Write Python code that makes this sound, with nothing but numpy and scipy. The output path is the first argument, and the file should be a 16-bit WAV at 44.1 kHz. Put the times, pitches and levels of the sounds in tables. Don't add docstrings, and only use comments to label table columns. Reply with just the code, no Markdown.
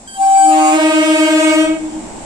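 import sys
import numpy as np
from scipy import signal
from scipy.fft import rfft, irfft, next_fast_len
from scipy.io import wavfile
from scipy.ndimage import uniform_filter1d, minimum_filter1d

SR = 44100
rng = np.random.default_rng(int(sys.argv[2]) if len(sys.argv) > 2 else 0)


def digitize_waveform(pressure):
    field = np.atleast_2d(pressure).T
    bounded = np.clip(field, -1, 1)
    quanta = np.round(bounded * 32767).astype(np.int16)
    wavfile.write(sys.argv[1], SR, quanta)


N = 99225
TIME_S = np.arange(N) / SR
CUTOFF_HZ = 15800

# (time [s], level [dB])
ROLL_LEVEL_DB = [(0, -42), (1.3, -45), (1.85, -33.5), (2.25, -30.5)]
HISS_LEVEL_DB = [(0, -43), (2.25, -37.5)]
AIR_LEVEL_DB = [(.05, -75), (.48, -50), (.55, -41), (.76, -35), (.83, -48), (1.62, -47), (1.8, -65)]
# (frequency [Hz], relative density [dB])
ROLL_SPECTRUM_DB = [(30, -1.5), (140, -11), (215, 1), (480, -11), (640, -6.5), (880, -5), (1200, -19),
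                    (2400, -21.5), (4000, -30), (15000, -60)]
HISS_SPECTRUM_DB = [(3000, -19.5), (6500, -11.5), (7600, -1), (8300, -6), (9200, -14.5), (10200, -27.5),
                    (15000, -47.5)]
AIR_SPECTRUM_DB = [(200, -23), (700, 9.5), (2700, -31.5), (4200, 2.5), (7800, -9.5), (11000, -20.5)]
# (frequency [Hz], left-right correlation [1])
NOISE_CORRELATION = [(300, 0.89), (1500, 0.017)]
# (frequency [Hz], gain [dB])
ECHO_GAIN_DB = [(310, -13), (620, -18), (780, -23), (1300, -17), (8000, -17), (14000, -23)]

# (time [s], pitch [Hz])
HIGH_PITCH_HZ = [(.07, 318), (.15, 316.6), (.74, 319), (.87, 317.3), (1.55, 316.8), (1.66, 317.8),
                 (1.76, 320)]
LOW_PITCH_HZ = [(.18, 311.5), (.48, 311.1), (.6, 310), (.85, 309.2), (1.55, 308.8), (1.8, 311)]
# (time [s], level [dB])
SQUEAK_LEVEL_DB = [(.064, -69), (0.076, 9), (.11, 6), (0.172, 9), (.23, -51)]
HIGH_LEVEL_DB = [(.68, -50), (.73, -4), (.8, -.5), (1.54, 0), (1.65, -1), (1.77, -5), (1.84, -30)]
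WHISTLE_LEVEL_DB = [(0.102, -57), (.175, -21.5), (.215, -3), (.45, 4.5), (.56, -1.5), (0.719, -1.5),
                    (.77, -15), (.82, -63)]
BUZZ_LEVEL_DB = [(0.129, -13), (0.208, 2), (.35, 1.5), (0.501, 7), (.72, -20), (.82, -40)]
RASP_LEVEL_DB = [(.14, -40), (0.222, -14.5), (.48, -15.5), (.53, -2), (0.678, 4), (0.762, 1.5),
                 (0.841, -40)]
LOW_LEVEL_DB = [(.1, -60), (.2, -28), (.37, -27), (.48, -3), (.56, -1), (.8, 0), (1.55, 0), (1.66, -2),
                (1.76, -6), (1.84, -35)]
# (frequency [Hz], rms level [dB])
SQUEAK_TONE_DB = [(1585, -48), (3170, -49), (4755, -53.5), (6340, -56.5), (7920, -45.5), (9510, -48.5),
                  (11100, -75.5)]
HIGH_TONE_DB = [(317, -15), (634, -19), (950, -32), (1270, -31), (1585, -29), (1900, -31), (2220, -26),
                (3170, -30), (4000, -42), (5700, -42), (6700, -42), (7600, -34), (8900, -36), (10300, -57),
                (12500, -55), (15500, -66)]
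WHISTLE_TONE_DB = [(778, -8), (1556, -38), (2334, -41), (3900, -52), (4670, -43), (6200, -51), (7780, -31),
                   (9340, -40), (11000, -66)]
BUZZ_TONE_DB = [(2800, -54.5), (5900, -59.5), (7400, -40), (8200, -71), (8850, -40.5), (9900, -45),
                (11000, -70.5)]
RASP_TONE_DB = [(930, -72), (1085, -24.5), (1395, -43), (2600, -38), (3600, -54), (5500, -54.5),
                (7500, -34), (8200, -52), (8850, -40), (10800, -64)]
LOW_TONE_DB = [(310, -14), (620, -19), (930, -27), (1240, -26), (1550, -31), (1860, -37), (2170, -33),
               (4000, -43), (6000, -51), (7700, -45), (9000, -50), (10500, -66)]
# (frequency [Hz], left over right [dB])
HORN_PAN_DB = [(310, 1.5), (620, -1.5), (780, 3), (1300, -1), (2200, -2), (5500, -5), (7800, 3), (9000, 4),
               (12000, -3)]
# (time [s], lead [s])
RIGHT_LEAD_S = [(.3, 0.0002513), (1.0, .000195), (1.8, 0.00013)]


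def from_db(db):
    return 10 ** (np.asarray(db) / 20)


def in_time(table):
    return np.interp(TIME_S, *np.transpose(table))


def at_hz(table, hz):
    knots_hz, values = np.transpose(table)
    return np.interp(np.log(hz + 1e-9), np.log(knots_hz), values)


def drift(corner_hz):
    hop, warmup = 40, 1000
    pole = np.exp(-2 * np.pi * corner_hz * hop / SR)
    white = rng.standard_normal(N // hop + warmup + 2)
    slow = signal.lfilter([1], [1, -2 * pole, pole * pole], white)[warmup:]
    return np.interp(np.arange(N) / hop, np.arange(len(slow)), slow / slow.std())


def noise(spectrum_db, level_db):
    hz = np.arange(N // 2 + 1) * SR / N
    correlation = at_hz(NOISE_CORRELATION, hz)
    mid, side = rfft(rng.standard_normal((2, N))) * from_db(at_hz(spectrum_db, hz))
    out = irfft(np.sqrt(1 + correlation) * mid + np.sqrt(1 - correlation) * side * [[1], [-1]], N)
    return out / out.std() * from_db(in_time(level_db))


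def thin_hiss():
    return noise(HISS_SPECTRUM_DB, HISS_LEVEL_DB)


def wheel_rumble():
    return noise(ROLL_SPECTRUM_DB, ROLL_LEVEL_DB)


def tree_echo(x, t60_s=1.5, delay_s=.03):
    tail = rng.standard_normal((2, N)) * from_db(-60 * TIME_S / t60_s) * (TIME_S > delay_s)
    tail /= np.sqrt((tail ** 2).sum(axis=1, keepdims=True))
    size = next_fast_len(2 * N)
    colour = from_db(at_hz(ECHO_GAIN_DB, np.arange(size // 2 + 1) * SR / size))
    return irfft(rfft(x, size) * rfft(tail, size) * colour, size)[:, :N]


def slap_echo(x, delay_s=.252, gain_db=-11.5, top_hz=380):
    dull = signal.sosfilt(signal.butter(4, top_hz, fs=SR, output="sos"), x)
    return from_db(gain_db) * np.pad(dull, ((0, 0), (int(delay_s * SR), 0)))[:, :N]


def air_blast():
    return noise(AIR_SPECTRUM_DB, AIR_LEVEL_DB)


def diaphragm(pitch_hz, jitter=.0009, jitter_hz=50, zero_phase_s=1.165):
    cycles = np.cumsum(in_time(pitch_hz) * (1 + jitter * drift(jitter_hz))) / SR
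    return cycles - np.interp(zero_phase_s, TIME_S, cycles), np.median(np.array(pitch_hz)[:, 1])


def partials(cycles, base_hz, tone_db, level_db, brighten_per_octave=0, first_order=1):
    waver_hz, scatter_base, scatter_per_khz, scatter_max = 13.9, .12, .43, .83
    start_s, end_s, fade_s = level_db[0][0], level_db[-1][0], .008
    on = (TIME_S >= start_s) & (TIME_S <= end_s)
    envelope_db = in_time(level_db)[on]
    lead_cycles = base_hz * in_time(RIGHT_LEAD_S)[on]
    waver_pool = np.concatenate([drift(waver_hz) + 1j * drift(waver_hz) for _ in range(4)])
    out = np.zeros((2, N))
    for order in range(first_order, int(CUTOFF_HZ / base_hz) + 1):
        hz = order * base_hz
        scatter = min(scatter_base + scatter_per_khz * (hz - base_hz) / 1000, scatter_max)
        steepness = 1 + brighten_per_octave * np.log2(order)
        rms = from_db(at_hz(tone_db, hz) + envelope_db * steepness)
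        amplitude = rms * np.sqrt(2 / (1 + 2 * scatter ** 2))
        offset_cycles = rng.random() * (order > 2)
        for ear, sign in enumerate((1, -1)):
            waver = waver_pool[rng.integers(len(waver_pool) - N):][:len(envelope_db)]
            pan = from_db(sign * at_hz(HORN_PAN_DB, hz) / 2)
            ear_cycles = cycles[on] - sign * lead_cycles / 2
            wave = np.exp(2j * np.pi * (order * ear_cycles + offset_cycles))
            out[ear, on] += amplitude * pan * (wave * (1 + scatter * waver)).real
    return out * np.clip(np.minimum(TIME_S - start_s, end_s - TIME_S) / fade_s, 0, 1)


def high_horn(overblow=5):
    cycles, hz = diaphragm(HIGH_PITCH_HZ)
    cycles += .5
    squeak = partials(cycles * overblow, hz * overblow, SQUEAK_TONE_DB, SQUEAK_LEVEL_DB,
                      brighten_per_octave=.056)
    note = partials(cycles, hz, HIGH_TONE_DB, HIGH_LEVEL_DB, brighten_per_octave=.8)
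    return squeak + note


def low_horn(overblow=2.5):
    cycles, hz = diaphragm(LOW_PITCH_HZ)
    note = partials(cycles, hz, LOW_TONE_DB, LOW_LEVEL_DB, brighten_per_octave=.9)
    whistle = partials(cycles * overblow, hz * overblow, WHISTLE_TONE_DB, WHISTLE_LEVEL_DB)
    buzz = partials(cycles, hz, BUZZ_TONE_DB, BUZZ_LEVEL_DB, first_order=9)
    rasp = partials(cycles / 2, hz / 2, RASP_TONE_DB, RASP_LEVEL_DB, first_order=6)
    return note + whistle + buzz + rasp


def scene():
    horns = low_horn() + high_horn() + air_blast()
    return horns + tree_echo(horns) + slap_echo(horns) + wheel_rumble() + thin_hiss()


def bass_limiter(x, split_hz=1150, threshold_db=-13, slope=.43, detector_fall_db_per_s=203, makeup_db=.6):
    bass = signal.sosfiltfilt(signal.butter(4, split_hz, fs=SR, output="sos"), x)
    power = uniform_filter1d((bass ** 2).mean(axis=0), size=280)
    over_db = np.maximum(10 * np.log10(np.maximum(power, 1e-12)) - threshold_db, 0)
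    fall_db = detector_fall_db_per_s * TIME_S
    held_db = np.maximum.accumulate(over_db + fall_db) - fall_db
    reduction_db = slope * uniform_filter1d(held_db, size=200)
    return x - bass + bass * from_db(makeup_db - reduction_db)


def peak_limiter(x, ceiling=.95, window_samples=221):
    gain = ceiling / np.maximum(np.abs(x).max(axis=0), ceiling)
    return x * uniform_filter1d(minimum_filter1d(gain, window_samples), window_samples)


def record(dry):
    lowpass = signal.cheby2(14, 60, CUTOFF_HZ + 400, fs=SR, output="sos")
    return signal.sosfilt(lowpass, peak_limiter(bass_limiter(dry)))


dry = scene()
out = record(dry)
digitize_waveform(out)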